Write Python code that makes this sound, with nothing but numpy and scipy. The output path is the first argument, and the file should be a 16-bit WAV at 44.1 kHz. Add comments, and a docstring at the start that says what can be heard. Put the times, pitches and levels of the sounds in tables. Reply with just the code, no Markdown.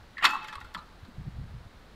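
"""A spring clay target thrower is released on a lawn. The latch slips, the steel arm whips round with a
clack, then swings, rattles and knocks once more while spring and frame ring on. Each blow is a noise
burst coloured by the frame and feeds decaying steel modes. Loose parts tick and the stand thuds.
Trees add dull echoes and a thin tail; a light breeze stirs the leaves and buffets the microphone."""
import sys
import numpy as np
from scipy import signal
from scipy.fft import rfft, irfft
from scipy.io import wavfile
from scipy.ndimage import uniform_filter1d

SR = 44100
rng = np.random.default_rng(int(sys.argv[2]) if len(sys.argv) > 2 else 0)


def master_out(mix):
    """Clip the mix to full scale and print it as 16-bit PCM to the path in sys.argv[1]."""
    frames = np.transpose(np.atleast_2d(mix))
    ceiling = np.clip(frames, -1, 1)
    pcm = np.round(ceiling * 32767).astype(np.int16)
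    wavfile.write(sys.argv[1], SR, pcm)


N = 85995

# Leaf hiss spectrum. Each row: frequency in Hz, relative level in dB.
LEAF_SPECTRUM = [(25, -1.5), (60, -15.5), (115, -11.5), (175, -5.5), (235, -11.5), (320, -13.5),
                 (500, -15.5), (850, -16.5), (1600, -18), (2700, -25.5), (4200, -25), (5900, -35),
                 (10000, -41.5), (15500, -45.5)]
# Wind envelope. Each row: time in seconds, relative level in dB.
GUSTS = [(0,-51),(.12,-59),(0.5,-65.5),(.55,-73),(0.573,-41),(0.604,-63),(.64,-46),(.68,-53),(.86,-56),(1.01,-54.5),(1.038,-42),(1.065,-61),(1.155,-54),(1.19,-36.5),(1.206,-35.5),(1.231,-48.5),(1.282,-33.5),(1.305,-50.5),(1.328,-46),(1.398,-35),(1.49,-47),(1.556,-39),(1.64,-53.5),(1.67,-44.5),(1.704,-72),(1.754,-50.5),(1.86,-59),(1.95,-52)]
# Latch slips. Each row: start in seconds, scrape level in dB, click level in dB, decay in seconds.
LATCH_SLIPS = [(0.1697, -38.5, -72, 0.0068), (0.1808, -37.5, -42, 0.0086), (.188, -39.5, -68, 0.0086),
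               (.198, -42, -58, 0.01)]
# Frame response. Each row: frequency in Hz, relative gain in dB.
FRAME_SPECTRUM = [(60, -45), (170, -26.5), (290, -23.5), (480, -24.5), (750, -8.5), (900, -8), (1080, 2),
                  (1250, -2), (1500, -5.5), (1850, -6), (2350, -7.5), (2900, -8), (3700, -13),
                  (4500, -10.5), (5300, -19.5), (6300, -22.5), (7300, -20.5), (10500, -29.5), (12400, -28),
                  (14000, -37), (16000, -56)]
# Arm blows. Each row: start in seconds, clank, clatter and tick levels in dB, chatter decay in seconds,
# contact pitch in Hz.
ARM_BLOWS = [(0.209, -44, -46.5, -71, 0.027, 1860), (0.2221, -35, -33.5, -47.5, 0.06, 2640),
             (.233, -47, -27, -41, 0.017, 2910), (0.2413, -17, -26, -33, 0.0024, 1130),
             (0.2435, -19.5, -30, -24.5, 0.0026, 1100), (0.2497, -31, -12.5, -27, 0.0029, 1060),
             (0.2529, -24.5, -22.5, -17.5, 0.0033, 3660), (0.262, -29, -28, -39, 0.015, 2070),
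             (0.293, -28, -52, -42, 0.004, 3300), (0.299, -31.5, -38, -46, 0.0068, 1410),
             (0.333, -32, -61, -49.5, 0.024, 860), (0.428, -49, -52, -54.5, 0.0062, 1240),
             (0.4434, -47, -42.5, -51, 0.0065, 2130), (0.4814, -50.5, -41, -48.5, 0.011, 1780),
             (0.526, -39.5, -48, -49.5, 0.0093, 1723), (0.554, -36, -42, -44, 0.0025, 1140),
             (0.6104, -44.5, -47.5, -57, 0.0062, 1860), (0.644, -51.5, -62, -60.5, 0.014, 1473),
             (0.7464, -36.5, -37.5, -42, 0.0055, 1850), (.776, -45, -62, -55, 0.02, 4330),
             (1.05, -54, -63, -57, 0.0035, 1210)]
# Arm and spring modes. Each row: frequency in Hz, relative level in dB, T60 in seconds.
STEEL_MODES = [(858, -17, 1.12), (1008, 3, 0.051), (1104, -4, 0.18), (1311, -17, 0.58), (1377, -33, 0.38),
               (1743, -20, 0.14), (2130, -12, 0.12), (2610, -14.5, 0.47), (3277, -8.5, 0.14),
               (3510, -1, 0.068), (3830, -26, 0.27), (4020, -4.5, 0.022), (4420, -11, 0.12),
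               (5230, -13, 0.14)]
# Low thuds. Each row: start in seconds, level in dB, band centre in Hz, decay in seconds.
LOW_THUDS = [(.245, -46, 280, 0.092), (0.748, -47.5, 177, 0.031), (1.078, -44.5, 246, 0.011)]
# Ticks of loose parts. Each row: start in seconds, level in dB.
PART_TICKS = [(0.291, -49), (0.306, -45.5), (0.321, -54), (0.474, -60), (0.534, -67), (0.603, -57.5),
              (0.741, -53), (0.775, -63)]
# Their spectrum. Each row: frequency in Hz, relative level in dB.
PART_SPECTRUM = [(1500, -25), (3500, 3.5), (6500, -4), (7350, 2), (9000, -17), (12200, -5), (16000, -35)]
# Dull echoes of the clack. Each row: start in seconds, level in dB, decay in seconds.
CLACK_ECHOES = [(0.3521, -29.5, 0.0079), (0.367, -38, 0.013), (.576, -44.5, 0.0028), (0.58, -44, 0.014),
                (0.764, -32.5, 0.0022), (.819, -59.5, 0.023)]

CLANK_TOP_HZ, CLATTER_TOP_HZ = 1526, 3110  # the tick band lies above both


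def amp(db):
    """Decibels to gain."""
    return 10 ** (np.asarray(db) / 20)


def unit_rms(x):
    """Scales to rms 1."""
    return x / np.sqrt(np.mean(x ** 2) + 1e-20)


def flatten(x, window_s):
    """Holds the running rms at 1."""
    return x / np.sqrt(uniform_filter1d(x ** 2, round(window_s * SR)) + 1e-12)


def at_level(burst, db, decay_s):
    """Gives a burst the energy of decay_s seconds at level db."""
    return amp(db) * burst / np.linalg.norm(burst) * np.sqrt(decay_s * SR)


def fade(t, t60_s):
    """Decay of 60 dB per t60_s."""
    return np.exp(-np.log(1000) * t / t60_s)


def spectrum_db(points, hz):
    """Interpolates a spectrum over log frequency."""
    f, db = np.transpose(points)
    return np.interp(np.log(hz + 1), np.log(f + 1), db)


def add(mix, start_s, sound):
    """Mixes a sound in at start_s."""
    part = mix[round(start_s * SR):][:len(sound)]
    part += sound[:len(part)]


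def below(hz, edge_hz, order):
    """Low-pass gain; high-pass with the frequencies swapped."""
    return 1 / np.sqrt(1 + (hz / edge_hz) ** order)


def band(hz, centre_hz, half_width_oct, order=4):
    """Band-pass gain."""
    return below(abs(np.log2((hz + 1) / centre_hz)), half_width_oct, order)


def causal_taps(gain):
    """Minimum-phase filter for gain(hz)."""
    hz = abs(np.fft.fftfreq(4096, 1 / SR))
    log_gain = np.log(np.maximum(gain(hz), 1e-5))
    taps = np.fft.ifft(np.exp(np.conj(signal.hilbert(log_gain)))).real
    return taps[:len(taps) // 2]


def colour(x, gain):
    """Filters by gain(hz)."""
    return signal.oaconvolve(x, causal_taps(gain))[:len(x)]


def frame_gain(hz, peak_db=5.5, relative_width=0.012):
    """Broad frame response with a peak at each steel mode."""
    peaks = sum(1 / (1 + ((hz / mode[0] - 1) / relative_width) ** 2) for mode in STEEL_MODES)
    return amp(spectrum_db(FRAME_SPECTRUM, hz) + peak_db * peaks)


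def leaves(level_db=-54.5):
    """Steady hiss of distant leaves."""
    gain = amp(spectrum_db(LEAF_SPECTRUM, np.fft.rfftfreq(N, 1 / SR)))
    hiss = irfft(rfft(rng.standard_normal(N)) * gain, N)
    return amp(level_db) * unit_rms(hiss)


def wind(low_hz=27.4, calm_knee_hz=78, hz_per_db=5.5, calm_db=-52.5, gain_db=-0.5):
    """Low eddies at the microphone; stronger gusts reach higher."""
    hz, t, bins = signal.stft(rng.standard_normal(N), SR, nperseg=2048)
    times_s, gust_db = np.transpose(GUSTS)
    knee_hz = calm_knee_hz + hz_per_db * np.maximum(np.interp(t, times_s, gust_db) - calm_db, 0)
    bins = bins * below(hz[:, None], knee_hz, order=9) * below(low_hz, hz[:, None] + 1, order=4)
    eddies = flatten(signal.istft(bins, SR, nperseg=2048)[1][:N], window_s=0.0384)
    return eddies * amp(gain_db + np.interp(np.arange(N) / SR, times_s, gust_db))


def latch(scrape_hz=1880):
    """The catch scrapes in one narrow band and clicks against the frame."""
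    out, t = np.zeros(N), np.arange(SR // 10) / SR
    for start_s, scrape_db, click_db, decay_s in LATCH_SLIPS:
        slip = rng.standard_normal(len(t)) * np.exp(-t / decay_s)
        scrape = colour(slip, lambda f: band(f, scrape_hz, half_width_oct=0.12))
        click = colour(slip, lambda f: frame_gain(f) ** 1.43)
        add(out, start_s, at_level(scrape, scrape_db, decay_s) + at_level(click, click_db, decay_s))
    return out


def arm_blows(crack_s=0.0014, grain_s=0.00078, grain_db=3.5, contact_db=8.5, body_share=0.58):
    """Each blow is a crack and a burst of metal chatter that shakes the frame."""
    out, t = np.zeros(N), np.arange(SR // 10) / SR
    bands = [lambda f: below(f, CLANK_TOP_HZ, order=12),
             lambda f: below(f, CLATTER_TOP_HZ, order=12) * below(CLANK_TOP_HZ, f + 1, order=12),
             lambda f: below(CLATTER_TOP_HZ, f + 1, order=12)]
    band_taps = np.array([causal_taps(lambda f: gain(f) * frame_gain(f)) for gain in bands])
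    for start_s, *levels_db, decay_s, contact_hz in ARM_BLOWS:
        noise, rough, body = rng.standard_normal((3, len(t)))
        body = body * fade(t, t60_s=0.026)  # dense short frame resonances
        body *= body_share / np.linalg.norm(body)
        body[0] += 1 - body_share  # direct path
        grains = amp(grain_db * unit_rms(uniform_filter1d(rough, round(grain_s * SR))))
        chatter = noise * grains * (np.exp(-t / decay_s) + 0.17 * np.exp(-t / crack_s))
        chatter = colour(chatter, lambda f: amp(contact_db * band(f, contact_hz, half_width_oct=0.11)))
        shake = signal.fftconvolve(chatter, body)[:len(t)]
        for db, taps in zip(levels_db, band_taps):
            add(out, start_s, at_level(signal.fftconvolve(shake, taps), db, decay_s))
    return out


def steel_ring(gain_db=-4.5, rise_s=0.0028, swing_hz=10.4, swing_top_s=0.352, settle_s=0.042,
               max_bend=0.0193, full_bend_hz=2500, throb_depth_db=5.5, throb_top_s=0.3376, hard_db=-17):
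    """Blows feed the modes of arm and spring; the swinging arm bends their pitch and makes them throb."""
    out, t = np.zeros(N), np.arange(N) / SR
    blows, control_s = np.array(ARM_BLOWS), t[::20]
    age_s = control_s[:, None] - blows[:, 0]
    swing_s = control_s - swing_top_s
    swing = np.cos(2 * np.pi * swing_hz * swing_s) * np.exp(-np.maximum(swing_s, 0) / settle_s)
    throb_db = throb_depth_db * np.cos(2 * np.pi * swing_hz * (control_s - throb_top_s))
    for hz, db, t60_s in STEEL_MODES:
        blow_db = blows[:, 1 + int(hz > CLANK_TOP_HZ) + int(hz > CLATTER_TOP_HZ)]
        force = amp(hard_db + 1.53 * (blow_db - hard_db))  # hard blows ring disproportionately
        rings = force * np.clip(age_s / rise_s, 0, 1) * fade(np.maximum(age_s, 0), t60_s)
        level = np.linalg.norm(rings, axis=1) * amp(gain_db + db + throb_db)
        bend = max_bend * min(hz / full_bend_hz, 1) ** 2
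        cycles = np.cumsum(np.interp(t, control_s, hz * (1 + bend * swing))) / SR
        out += np.interp(t, control_s, level) * np.sin(2 * np.pi * (cycles + rng.random()))
    return out


def trees(x, gain_db=-14, rise_s=0.027, cutoff_hz=2270):
    """Far trees scatter back a thin, dull tail."""
    t = np.arange(SR) / SR
    tail = rng.standard_normal(SR) * fade(t, t60_s=1) * np.minimum(t / rise_s, 1)
    scatter = signal.fftconvolve(x, tail / np.linalg.norm(tail))[:N]
    return amp(gain_db) * colour(scatter, lambda f: below(f, cutoff_hz, order=2))


def thuds(rise_s=0.0089):
    """Low noise swells: the stand under two hard blows, later a thud on the grass."""
    out, t = np.zeros(N), np.arange(SR // 2) / SR
    for start_s, db, hz, decay_s in LOW_THUDS:
        rumble = colour(rng.standard_normal(SR), lambda f: band(f, hz, half_width_oct=0.23))[-len(t):]
        envelope = np.minimum(t / rise_s, 1) * np.exp(-np.maximum(t - rise_s, 0) / decay_s)
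        add(out, start_s, amp(db) * flatten(rumble, window_s=0.012) * envelope)
    return out


def loose_parts(decay_s=0.0076):
    """Small loose parts touch with thin, bright ticks."""
    out, t = np.zeros(N), np.arange(SR // 10) / SR
    for start_s, db in PART_TICKS:
        touch = rng.standard_normal(len(t)) * np.exp(-t / decay_s)
        tick = colour(touch, lambda f: amp(spectrum_db(PART_SPECTRUM, f)))
        add(out, start_s, at_level(tick, db, decay_s))
    return out


def clack_echoes(centre_hz=1126):
    """Dull echoes of the clack from the trees: short, soft knocks of band-passed noise."""
    out, t = np.zeros(N), np.arange(SR // 10) / SR
    for start_s, db, decay_s in CLACK_ECHOES:
        burst = rng.standard_normal(len(t)) * np.exp(-t / decay_s)
        echo = colour(burst, lambda f: band(f, centre_hz, half_width_oct=0.18, order=6))
        add(out, start_s, at_level(echo, db, decay_s))
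    return out


def scene():
    """Thrower, tree echoes and tail, and breeze in mono."""
    launch = latch() + arm_blows() + loose_parts() + clack_echoes() + steel_ring()
    return (launch + trees(launch) + leaves() + wind() + thuds())[None]


def record(dry):
    """Steep treble cut."""
    cutoff_hz = 15700
    taps = signal.firwin(511, cutoff_hz, window=("kaiser", 9), fs=SR)
    return signal.oaconvolve(dry, taps[None], "same")


dry = scene()
out = record(dry)
master_out(out)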